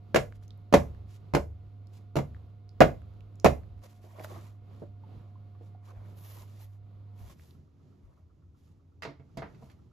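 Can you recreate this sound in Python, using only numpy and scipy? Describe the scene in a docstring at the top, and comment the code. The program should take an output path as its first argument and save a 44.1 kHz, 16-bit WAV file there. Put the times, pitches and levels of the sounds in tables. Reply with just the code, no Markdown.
"""Six sharp clattering drops: a cake pan full of batter lands on a steel baking tray, several contacts each.
The tray is slid and carried off with rustling sleeves and small knocks, then set down on a wire rack.
Struck metal is decaying modes plus noise bursts over table thuds; rubbing is grainy coloured noise.
Behind it lie room air, floor thumps, a humming, whining appliance and later a faint ticking.
Two microphone ports hear it with frequency-dependent phase and level, the treble out of step."""
import sys
import numpy as np
from scipy import signal
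from scipy.fft import rfft, irfft, next_fast_len
from scipy.io import wavfile
from scipy.ndimage import uniform_filter1d, map_coordinates

SR = 44100
rng = np.random.default_rng(int(sys.argv[2]) if len(sys.argv) > 2 else 0)


def pcm_store(signal):
    """Save signal as 16-bit PCM."""
    levels = np.round(np.clip(np.atleast_2d(signal), -1, 1) * 32767)
    wavfile.write(sys.argv[1], SR, levels.astype(np.int16).T)


N = 437472  # samples

# pan on tray contacts: (time [s], level [dB], clatter [dB], thud [dB], treble tilt [dB per octave])
PAN_CONTACTS = [(0.145, -10.5, -15, -15.5, 1.5), (0.159, -7.5, -12, -17.5, -1.06),
                (0.165, -10, -18.5, -19.5, -1.5), (0.726, -13, -19, -10.5, 1), (0.739, 0.94, -19, -20, 0.4),
                (0.745, -6.5, -19.5, -16.5, -1.3), (0.754, -18.5, -24.5, -3.5, 0.9),
                (0.767, -25.5, -19.5, -6, -1.1), (1.337, -16, -18.5, -6.5, -1.1),
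                (1.349, -10, -15, -14, 0.74), (1.366, -13.5, -28.5, -10.5, -0.9),
                (2.156, -21.5, -18.5, -12.5, 2.16), (2.165, -23.5, -12.5, 2.5, 4.55),
                (2.169, -16, -19, -6.5, 2.7), (2.187, -18.5, -20, -15, -2.8), (2.2, -33.5, -32, -2.5, 8),
                (2.805, -2, -15, -14.5, -3.5), (2.811, -4.5, -17, -17.5, -2), (2.818, -1.5, -16, -19, -9),
                (3.445, -7.5, -15, -15, 3.5), (3.452, -9, -17, -9.5, 0.85), (3.46, -2.5, -18, -16.5, -1.8)]
# likeness of the left and right ports in diffuse noise: (frequency [Hz], likeness [0-1])
PORT_LIKENESS = [(30, 1), (100, 0.97), (500, 0.34), (1500, 0.34), (5000, 0.58), (7500, 0.98), (13000, 1)]
LINGER_END_S = 3.82  # the drops' lingering sound stops short here
HUM_END_S = 7.28  # hum and whine end here and the air turns duller


def amp(db):
    """dB to gain."""
    return np.exp(np.asarray(db) * np.log(10) / 20)


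def unit(x):
    """x at rms 1."""
    return x / np.sqrt(np.mean(x ** 2) + 1e-20)


def along(points, hz):
    """Read (frequency [Hz], value) points on a log frequency axis."""
    f, v = np.transpose(points)
    return np.interp(np.log(hz + 1), np.log(f + 1), v)


def colour(points):
    """Gain as a function of frequency, from (frequency [Hz], level [dB]) points."""
    return lambda hz: amp(along(points, hz))


def curves(rows):
    """One value per sample for each column after the time."""
    s, *cols = np.transpose(rows)
    return [np.interp(np.arange(N) / SR, s, c) for c in cols]


def wobble(rate):
    """A smooth random curve, rate knots a second."""
    t = np.arange(0, N + 16, 16)
    knots = rng.standard_normal(int(N * rate / SR) + 4)
    return np.interp(np.arange(N), t, map_coordinates(knots, [t * rate / SR]))


def filtered(x, response):
    """Filter x by a complex response of frequency."""
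    n = x.shape[-1]
    m = next_fast_len(n + 4096)
    return irfft(rfft(x, m) * response(np.fft.rfftfreq(m, 1 / SR)), m)[..., :n]


def rush(gain, alike, n=N):
    """Stereo noise of rms 1 coloured by gain(Hz); the mid-side balance sets how alike the ports are."""
    def mid_side(hz):
        turn = np.arccos(np.clip(along(alike, hz), -1, 1)) / 2
        return gain(hz) * [np.cos(turn), np.sin(turn)]

    mid, side = filtered(rng.standard_normal((2, n)), mid_side)
    return unit(np.array([mid + side, mid - side]))


def patchy(x, depth_db):
    """x at rms 1 with random patches of gain in time and frequency."""
    z = signal.stft(x, nperseg=512)[2]
    field = uniform_filter1d(rng.standard_normal(z.shape[1:]), size=4, axis=0)
    field = uniform_filter1d(field, size=5, axis=1)
    return unit(signal.istft(z * amp(depth_db * unit(field)), nperseg=512)[1][:, :N])


def dying(t60s, n):
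    """Stereo noise whose every frequency dies at its own speed."""
    hz, t, z = signal.stft(rush(np.ones_like, PORT_LIKENESS, n), SR, nperseg=128)
    decay = amp(-60 * t / np.abs(along(t60s, hz))[:, None])
    return signal.istft(z * decay, SR, nperseg=128)[1][:, :n]


def fading(events, t60):
    """Gain that jumps at each (time [s], level [dB]) event and dies away; overlaps add as power."""
    kicks = np.zeros(N)
    for s, db in events:
        kicks[round(s * SR)] = amp(db) ** 2
    power = signal.lfilter([1], [1, -amp(-120 / t60 / SR)], kicks)
    return np.sqrt(uniform_filter1d(power, size=900).clip(0))


def after_drops(t60):
    """Gain of what lingers after the drops, until it stops short."""
    blows = [(s, db) for s, db, *_ in PAN_CONTACTS]
    return fading(blows, t60) * (np.arange(N) < LINGER_END_S * SR)


def add(out, s, sound):
    """Mix a sound in at time s."""
    seat = out[:, round(s * SR):][:, :sound.shape[1]]
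    seat += sound[:, :seat.shape[1]]


def air():
    """Room air noise, duller after the hum ends, over a lumpy rumble; air and table stir after a drop."""
    # room air up to the end of the hum, and after it: (frequency [Hz], relative level [dB])
    colour_before = [(60, -13), (75, 6), (150, 3), (210, -1), (285, -5), (500, -9.5), (800, -18.5),
                     (1250, -18.5), (1600, -29.5), (2200, -29.5), (4200, -32), (6000, -43), (12000, -45),
                     (15500, -49.5)]
    colour_after = [(60, -13.5), (130, 5), (200, -2.5), (290, -8), (360, -8), (500, -17.5), (900, -24.5),
                    (1250, -27.5), (1600, -34), (3000, -37.5), (6000, -40.5), (12000, -49), (15500, -60.5)]
    # room air without the drops' lingering: (time [s], level [dB])
    air_levels = [(0, -58.5), (3.8, -59.5), (4.1, -65), (4.35, -52.5), (4.6, -60.5), (6, -60), (7.4, -61),
                  (7.8, -64.5), (9, -63.5), (9.55, -58.5), (9.92, -64.5)]
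    # low thumps through the floor, likely footsteps: (time [s], level [dB])
    footsteps = [(4.6, -66.5), (4.87, -59), (5.16, -57), (5.4, -62), (5.97, -49.5), (6.4, -59),
                 (6.62, -60.5), (6.8, -57.5), (6.96, -56), (7.22, -41.5), (8.05, -54.5), (8.3, -62),
                 (9.04, -60)]

    def low(corner_hz):
        return rush(lambda f: f ** 6 / (corner_hz ** 6 + f ** 6) / (1 + (f / 75) ** 6), [(40, 0.6)])

    t = np.arange(N) / SR
    before = t < HUM_END_S
    hiss = before * rush(colour(colour_before), PORT_LIKENESS)
    hiss = hiss + ~before * rush(colour(colour_after), PORT_LIKENESS)
    linger = amp(-51.5) * after_drops(t60=1.3)
    level = np.hypot(amp(curves(air_levels)[0] + 2.6 * wobble(7)), linger)
    rumble_gain = amp(-68 + 4.5 * wobble(14)) + fading(footsteps, t60=0.26)
    rumble = rumble_gain * low(corner_hz=50.4)
    shudder = amp(-47 + 2.7 * wobble(9)) * after_drops(t60=1.8) * low(corner_hz=26)
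    # a faint tone of the room at 279 Hz, nearly steady
    buzz = amp(-73.5 + 2.2 * wobble(2.3)) * np.sin(2 * np.pi * 279 * t + .7 * wobble(12))
    return level * hiss * amp([[-1.1], [1.1]]) + rumble + shudder + buzz


def appliance():
    """Mains hum and a motor whine of drifting partials that end together; a blurred noise drone follows."""
    # appliance at the microphone: (time [s], mains hum level [dB], whine level [dB])
    hum_levels = [(0, -44, -72), (3.8, -45.5, -74.5), (3.85, -50, -69.5), (4.3, -45, -73.5),
                  (6.1, -44.5, -71), (6.3, -44, -77), (7, -44.5, -77), (7.15, -44, -72.5), (7.3, -46, -66)]
    # whine partials: (frequency [Hz], relative level [dB])
    partials = [(214, 3.5), (714, 1), (1427, -14), (2143, -17.5)]
    t = np.arange(N) / SR
    hum_db, whine_db = curves(hum_levels)
    hum = amp(hum_db + 1.0 * wobble(5.8)) * np.sin(2 * np.pi * 100.6 * t + .3 * wobble(9.5))
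    drift = .8 * wobble(4.3)  # phase, shared in proportion to frequency
    whine = sum(amp(db + 0.57 * wobble(27)) * np.sin(2 * np.pi * hz * t + drift * hz / 714)
                for hz, db in partials)
    drone = amp(-59 + 1.6 * wobble(4)) * rush(lambda f: 1 / (1 + ((f - 87) / 12) ** 2), [(90, 1.0)])
    before = t < HUM_END_S
    return before * (hum * amp([[-1.3], [1.3]]) + amp(whine_db) * whine) + ~before * drone


def ticking():
    """A faint mechanism ticks about eight times a second after the hum ends: gated narrow-band noise."""
    start_s, rate_hz = 7.548, 8.04
    t = np.arange(N) / SR - start_s
    since = (t * rate_hz % 1) / rate_hz  # seconds since the last tick
    beat = (t > 0) * amp(-60 * since / 0.11 + 1.2 * wobble(8)) * (1 - np.exp(-since / 0.0038))
    return amp(-71.5) * beat * rush(lambda f: 1 / (1 + ((f - 1240) / 170) ** 4), PORT_LIKENESS)


def strokes():
    """Gain of cloth, hiss and scrape: every stroke rises, holds and falls alike, long ones more gently."""
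    # rubs of sleeves, hands and tray, and one short click at 4.246 s:
    # (start [s], hold [s], cloth level [dB], thin hiss level [dB], scrape level [dB])
    rubs = [(0.356, 0.0059, -66, -110, -110), (.43, 0.021, -72, -110, -110),
            (1.105, 0.058, -66.5, -110, -110), (1.937, 0.048, -68.5, -110, -110),
            (3.839, 0.023, -60.5, -77, -62), (3.896, .07, -69.5, -87.5, -79),
            (4.037, 0.1, -71, -80.5, -64.5), (4.167, 0.027, -72, -80, -56), (4.207, 0.032, -65, -73.5, -56),
            (4.246, .002, -54, -58.5, -60), (4.261, 0.054, -62, -73.5, -65.5),
            (4.375, 0.1, -67, -80, -63.5), (4.519, 0.037, -90.5, -98, -76), (4.32, .05, -69, -78, -53),
            (4.736, .1, -77, -110, -74), (5.63, .05, -76, -110, -110), (5.855, 0.054, -70, -95, -61),
            (6.058, 0.068, -75, -85, -70), (5.952, .07, -83, -95.5, -69), (6.178, .04, -70.5, -68.5, -76),
            (6.249, .1, -60, -62, -68), (6.375, 0.056, -62.5, -70, -63), (6.498, 0.096, -70, -87.5, -76),
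            (6.612, 0.031, -64, -66, -70), (6.695, .06, -80.5, -88, -76), (7.192, .1, -67.5, -76, -71),
            (7.3, .025, -62.5, -79.5, -66.5), (7.4, .11, -71.5, -79, -77), (8.043, 0.16, -87, -110, -75),
            (8.585, 0.12, -80.5, -110, -110), (9.616, 0.1, -72, -110, -68.5)]
    t, shape = np.arange(0, N + 64, 64) / SR, []
    for s, hold, *_ in rubs:
        rise = 0.022 + 0.39 * hold  # seconds to gain 25 dB
        fall = 0.0087 + 0.4 * hold  # seconds to lose the first 14 dB, then slower
        end = s + hold
        knots = [s - 3 * rise, s, end, end + fall, end + 6 * fall]
        shape.append(amp(np.interp(t, knots, [-75, 0, 0, -14, -75])))
    gains = amp(np.array(rubs)[:, 2:].T) @ shape
    return [np.interp(np.arange(N) / SR, t, gain) for gain in gains]


def rustle():
    """Cloth and skin rub in uneven grains; the tray scrapes in its low resonances."""
    # rubbing cloth: (frequency [Hz], relative level [dB])
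    cloth_colour = [(150, -32.5), (350, -5), (1000, -5), (3000, -5), (7000, -7.5), (9200, -6),
                    (12300, -14.5), (14300, -13), (15600, -15)]
    # resonances of tray and hands rubbing: (centre [Hz], width [Hz], relative level [dB])
    resonances = [(345, 20, 0), (594, 180, -1.5), (978, 180, -6), (1100, 140, -7), (1860, 90, -18.5),
                  (2200, 400, -20)]

    def body(f):
        return np.sqrt(sum(amp(db) ** 2 / (1 + (2 * (f - c) / w) ** 2) for c, w, db in resonances))

    grain = amp(1.4 * wobble(48) + 1.8 * wobble(300))
    soft, thin, rough = strokes()
    cloth = soft * unit(grain * rush(colour(cloth_colour), PORT_LIKENESS))
    fizz = thin * rush(lambda f: 1 / (1 + ((f - 12000) / 2200) ** 4), PORT_LIKENESS)
    # faint uneven rubbing while the tray is carried
    carried = (np.arange(N) > LINGER_END_S * SR) & (np.arange(N) < HUM_END_S * SR)
    rough = rough + carried * amp(-79 + 5.5 * wobble(7))
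    scrape = amp(1.3 * wobble(60)) * patchy(rush(body, PORT_LIKENESS), depth_db=3.5) * rough
    return cloth + fizz + scrape


def handling():
    """Ticks are a brief coloured snap, knocks a short ring mixed with a dull puff."""
    # fingertip ticks on the rim: (time [s], level [dB], pitch [Hz])
    rim_ticks = [(0.3243, -45, 1670), (0.4254, -56, 1420), (0.48, -46.5, 6440), (0.5065, -44.5, 3812),
                 (0.5758, -59.5, 11030), (0.9484, -46.5, 1360), (1.871, -51.5, 5160), (2.347, -47.5, 1620),
                 (2.3655, -49.5, 1210), (2.6921, -49, 4530), (3.019, -51, 1470), (3.2074, -53.5, 2590),
                 (3.3565, -54, 6500), (3.3996, -41.5, 6090), (3.6342, -48.5, 1490), (4.1964, -41.5, 2100),
                 (4.2463, -32, 1310), (7.3966, -49.5, 1730), (7.5085, -49.5, 3510)]
    # small knocks while the tray is handled: (time [s], level [dB], pitch [Hz], dullness [0-1])
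    tray_knocks = [(4.041, -45, 415, 0.83), (4.185, -37.5, 630, .37), (4.199, -33, 630, 0.59),
                   (4.243, -32.5, 611, 0.47), (4.319, -38, 362, 0.3), (4.359, -40, 698, 0.4),
                   (4.709, -49.5, 713, 0.5), (4.819, -30.5, 336, 0.8), (4.833, -39, 570, .3),
                   (5.036, -48, 890, 0), (5.09, -53.5, 744, .3), (5.356, -52, 1037, 0.04),
                   (5.549, -56, 1140, 0.4), (5.61, -40.5, 464, 0.5), (5.748, -48, 734, 0.13),
                   (5.932, -49, 495, .1), (6.429, -48, 920, 0.43), (6.619, -54, 883, .2),
                   (7.203, -50, 724, 0.5), (7.296, -49, 1070, 0.66)]
    out, t = np.zeros((2, N)), np.arange(SR // 8) / SR
    for s, db, hz in rim_ticks:
        snap = rush(lambda f: 1 / (1 + (np.log2((f + 1) / hz) / 0.31) ** 2), PORT_LIKENESS, len(t))
        tick = 0.39 * np.sin(2 * np.pi * hz * t) + 0.6 * snap
        add(out, s, amp(db - 60 * t / 0.0071) * tick)
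    for s, db, hz, dull in tray_knocks:
        puff = rush(lambda f: f / (90 + f) / (1 + (f / (1.57 * hz)) ** 4), PORT_LIKENESS, len(t))
        knock = (1 - dull) * np.sin(2 * np.pi * hz * t) + dull * 0.71 * puff
        t60 = 0.049 * (1 + 0.77 * dull)  # a dull knock dies slower
        add(out, s, amp(db - 60 * t / t60) * (1 - np.exp(-t / 0.0012)) * knock)
    return out * amp([[-1.2], [1.2]])


def ring(modes, t, damping, scatter_db, blur, bright_db=0, tilt_db=0):
    """Modes struck at new strengths; loose contact blurs their phase and damps the first swings."""
    hz, db, t60 = np.transpose(modes)[:, :, None]
    luck = rng.standard_normal((len(modes), 4))
    gain = amp(db + scatter_db * luck[:, :1]) * np.sign(luck[:, 1:2])
    decay = amp(-60 * t / t60) * (damping + (1 - damping) * amp(-60 * t / 0.048))
    # phase wanders in steps of 20 samples, more for high modes
    steps = np.sqrt(20) * rng.standard_normal((len(modes), len(t) // 20 + 1))
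    walk = np.repeat(np.cumsum(steps, axis=1), 20, axis=1)[:, :len(t)]
    wander = uniform_filter1d(blur * (1 + hz / 2600) * walk, size=40, axis=1)
    waves = gain * decay * np.sin(2 * np.pi * hz * t + wander) / np.sqrt(np.sum(gain ** 2))
    # each contact sets its own level and tilt of the high modes
    waves *= amp(bright_db * (hz > 1100) + tilt_db * np.log2(np.maximum(hz / 2500, 1)))
    return amp(2 * np.stack([luck[:, 2], luck[:, 3]])) @ waves  # each mode radiates its own way


def burst(gain, t60s, t, rest, crack_t60):
    """A noisy crack of peak 1 that leaves a weaker rattle behind."""
    x = filtered(dying(t60s, len(t)) * (rest + amp(-60 * t / crack_t60)), gain)
    return x / np.abs(x).max()


def contacts(rows, modes, clatter, t60s, ring_db, boom_db, noise_db, thud_db, damping, usual_db):
    """Each contact rings the metal, rattles it and thumps the table."""
    # the table underneath: (frequency [Hz], relative level [dB], t60 [s])
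    table_modes = [(47.6, -5.5, 0.29), (75.3, -5.5, 0.9), (114, -3.5, 0.27), (139, 5.5, 0.28),
                   (163, -0.5, .2), (213, 0.5, 0.12), (246, 0, 0.1)]
    # dense low sheet modes: (frequency [Hz], relative level [dB])
    boom_colour = [(60, -31.5), (130, -4), (300, 0), (560, 1.5), (900, -9), (1300, -14.5), (2000, -47)]
    first_pan_db, last_pan_db, roll_s = -2.5, -0.55, 0.0099  # left minus right
    out, t = np.zeros((2, N)), np.arange(SR // 3) / SR
    first = -1
    for s, db, clatter_db, low_db, tilt_db in rows:
        first = s if s - first > .12 else first  # a new landing
        # the right edge lands first, later contacts roll to the middle
        pan_db = last_pan_db + (first_pan_db - last_pan_db) * np.exp((first - s) / roll_s)

        def edge(hz):  # each contact has its own treble tilt
            return amp(along(clatter, hz) + tilt_db * np.log2(1 + hz / 2500))

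        sheet = amp(ring_db) * ring(modes, t, damping, scatter_db=3.5, blur=0.045,
                                    bright_db=clatter_db - usual_db, tilt_db=tilt_db)
        boom = amp(boom_db) * burst(colour(boom_colour), t60s, t, damping, crack_t60=0.039)
        rattle = amp(noise_db + clatter_db) * burst(edge, t60s, t, damping, crack_t60=0.089)
        thud = amp(thud_db + low_db) * ring(table_modes, t, 1.0, scatter_db=3.0, blur=0.021)
        sound = (sheet + boom + thud + rattle) * (1 - np.exp(-t / 0.00015))
        add(out, s, amp(db) * amp([[pan_db / 2], [-pan_db / 2]]) * sound)
    return out


def tray_on_rack():
    """The tray is set down: loose contacts ring the wire rack and rattle it."""
    # tray on rack contacts: (time [s], level [dB], clatter [dB], thud [dB], treble tilt [dB per octave])
    rack_contacts = [(9.022, -46, 4.5, -11, 0), (9.032, -42.5, 1.5, -16, 0), (9.05, -33, -10, -32, -2.7),
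                     (9.074, -37.5, -27, -3.5, -5), (9.197, -51, -17.5, 8, -11),
                     (9.372, -32, -16.5, -4.5, 9), (9.384, -38, -13, -1.5, -9),
                     (9.421, -33.5, -11, -19, -19), (9.441, -42.5, -13.5, -9, -15),
                     (9.546, -66.5, -0.4, 6, 0), (9.624, -47.5, -28, 6, -5.5), (9.699, -64, 0, 7.5, 2)]
    # rack modes: (frequency [Hz], relative level [dB], t60 [s])
    rack_modes = [(293.2, -1, 0.36), (455, 4.5, 0.18), (660, 7, 0.16), (787, -1, 0.1), (945, -2.5, 0.13),
                  (1150, -11.5, 0.16), (1670, -22, 0.14), (2130, -6, 0.21), (2300, -13, 0.16),
                  (2630, -9, 0.12), (3220, -18, 0.1), (4550, -31, 0.087), (4600, -8, 0.044)]
    # rattle of the rack: (frequency [Hz], relative level [dB])
    rattle_colour = [(400, -36), (900, -1.5), (2100, -1.5), (2700, -10.5), (4500, -11.5), (6000, -19.5),
                     (8000, -23), (12500, -29.5), (15500, -51.5)]
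    # decay of that rattle: (frequency [Hz], t60 [s])
    rattle_t60 = [(300, 0.24), (2000, 0.246), (5000, 0.26), (12000, 0.049)]
    return contacts(rack_contacts, rack_modes, rattle_colour, rattle_t60, ring_db=-4.0, boom_db=-3.5,
                    noise_db=9.0, thud_db=-2.5, damping=0.91, usual_db=-12)


def pan_drops():
    """The full pan drops on the tray: each landing strikes the steel sheet several times and damps it."""
    # tray modes: (frequency [Hz], relative level [dB], t60 [s])
    tray_modes = [(416, -5, 0.13), (574, 5, 0.13), (630, -7.5, 0.059), (678, -4, 0.11), (780, -16.5, 0.084),
                  (907, -8.5, 0.14), (1066, -13, 0.22), (1460, -15, 0.21), (1610, -15, .18),
                  (1726, -13, 0.14), (2070, -13.5, 0.22), (2310, -20.5, 0.22), (2498, -17.5, 0.2),
                  (2804, -18, 0.15), (2871, -23, 0.18), (3338, -31, .18)]
    # clatter of pan on tray: (frequency [Hz], relative level [dB])
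    clatter_colour = [(500, -42), (1000, -1.5), (2100, 3.5), (3100, -4.5), (5000, -7.5), (7500, -11),
                      (9200, -14.5), (12500, -21.5), (15500, -32)]
    # decay of that clatter: (frequency [Hz], t60 [s])
    clatter_t60 = [(300, 0.17), (1500, 0.13), (2800, 0.17), (5000, 0.13), (12000, 0.17)]
    return contacts(PAN_CONTACTS, tray_modes, clatter_colour, clatter_t60, ring_db=-8.5, boom_db=1.0,
                    noise_db=5.0, thud_db=-3.0, damping=0.27, usual_db=-18)


def kitchen(x):
    """The room's short answer: x convolved with dying noise, 250 samples late."""
    # reverberation: (frequency [Hz], t60 [s])
    room_t60 = [(100, 0.25), (500, 0.24), (3000, 0.16), (12000, 0.29)]
    tail = dying(room_t60, SR // 2)
    late = np.pad(x, ((0, 0), (250, 0)))
    return signal.fftconvolve(late, tail / np.linalg.norm(tail[0]), axes=1)[:, :N]


def scene():
    """All sources, the struck ones with their room."""
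    background = air() + appliance() + ticking()
    hits = handling() + tray_on_rack() + pan_drops()
    return background + rustle() + hits + amp(-11.0) * kitchen(hits)


def record(dry):
    """The ports differ in phase and level by frequency; peaks saturate softly, then a steep treble limit."""
    # phase by which the left port leads: (frequency [Hz], lead [rad])
    left_lead = [(0, 0), (700, -.25), (1700, .6), (3800, -.3), (4800, -.8), (5850, -.2), (6900, .6),
                 (7900, 2.1), (8400, 3.1), (9600, 3.2), (11000, 5.3), (12000, 6.2), (13100, 6.6),
                 (15200, 9.4)]
    # left port against right: (frequency [Hz], level difference [dB])
    port_tilt = [(30, 0.5), (100, 0), (500, 0), (4000, -3), (8000, 0), (15000, 0.5)]
    ceiling, top_hz = 0.93, 15670

    def ports(hz):
        phase = np.exp(.5j * np.outer([1, -1], along(left_lead, hz)))
        return phase * amp(np.outer([.5, -.5], along(port_tilt, hz)))

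    x = filtered(dry, ports)
    x = x / (1 + np.abs(x / ceiling) ** 4) ** (1 / 4)
    return filtered(x, lambda hz: hz < top_hz)


dry = scene()
out = record(dry)
pcm_store(out)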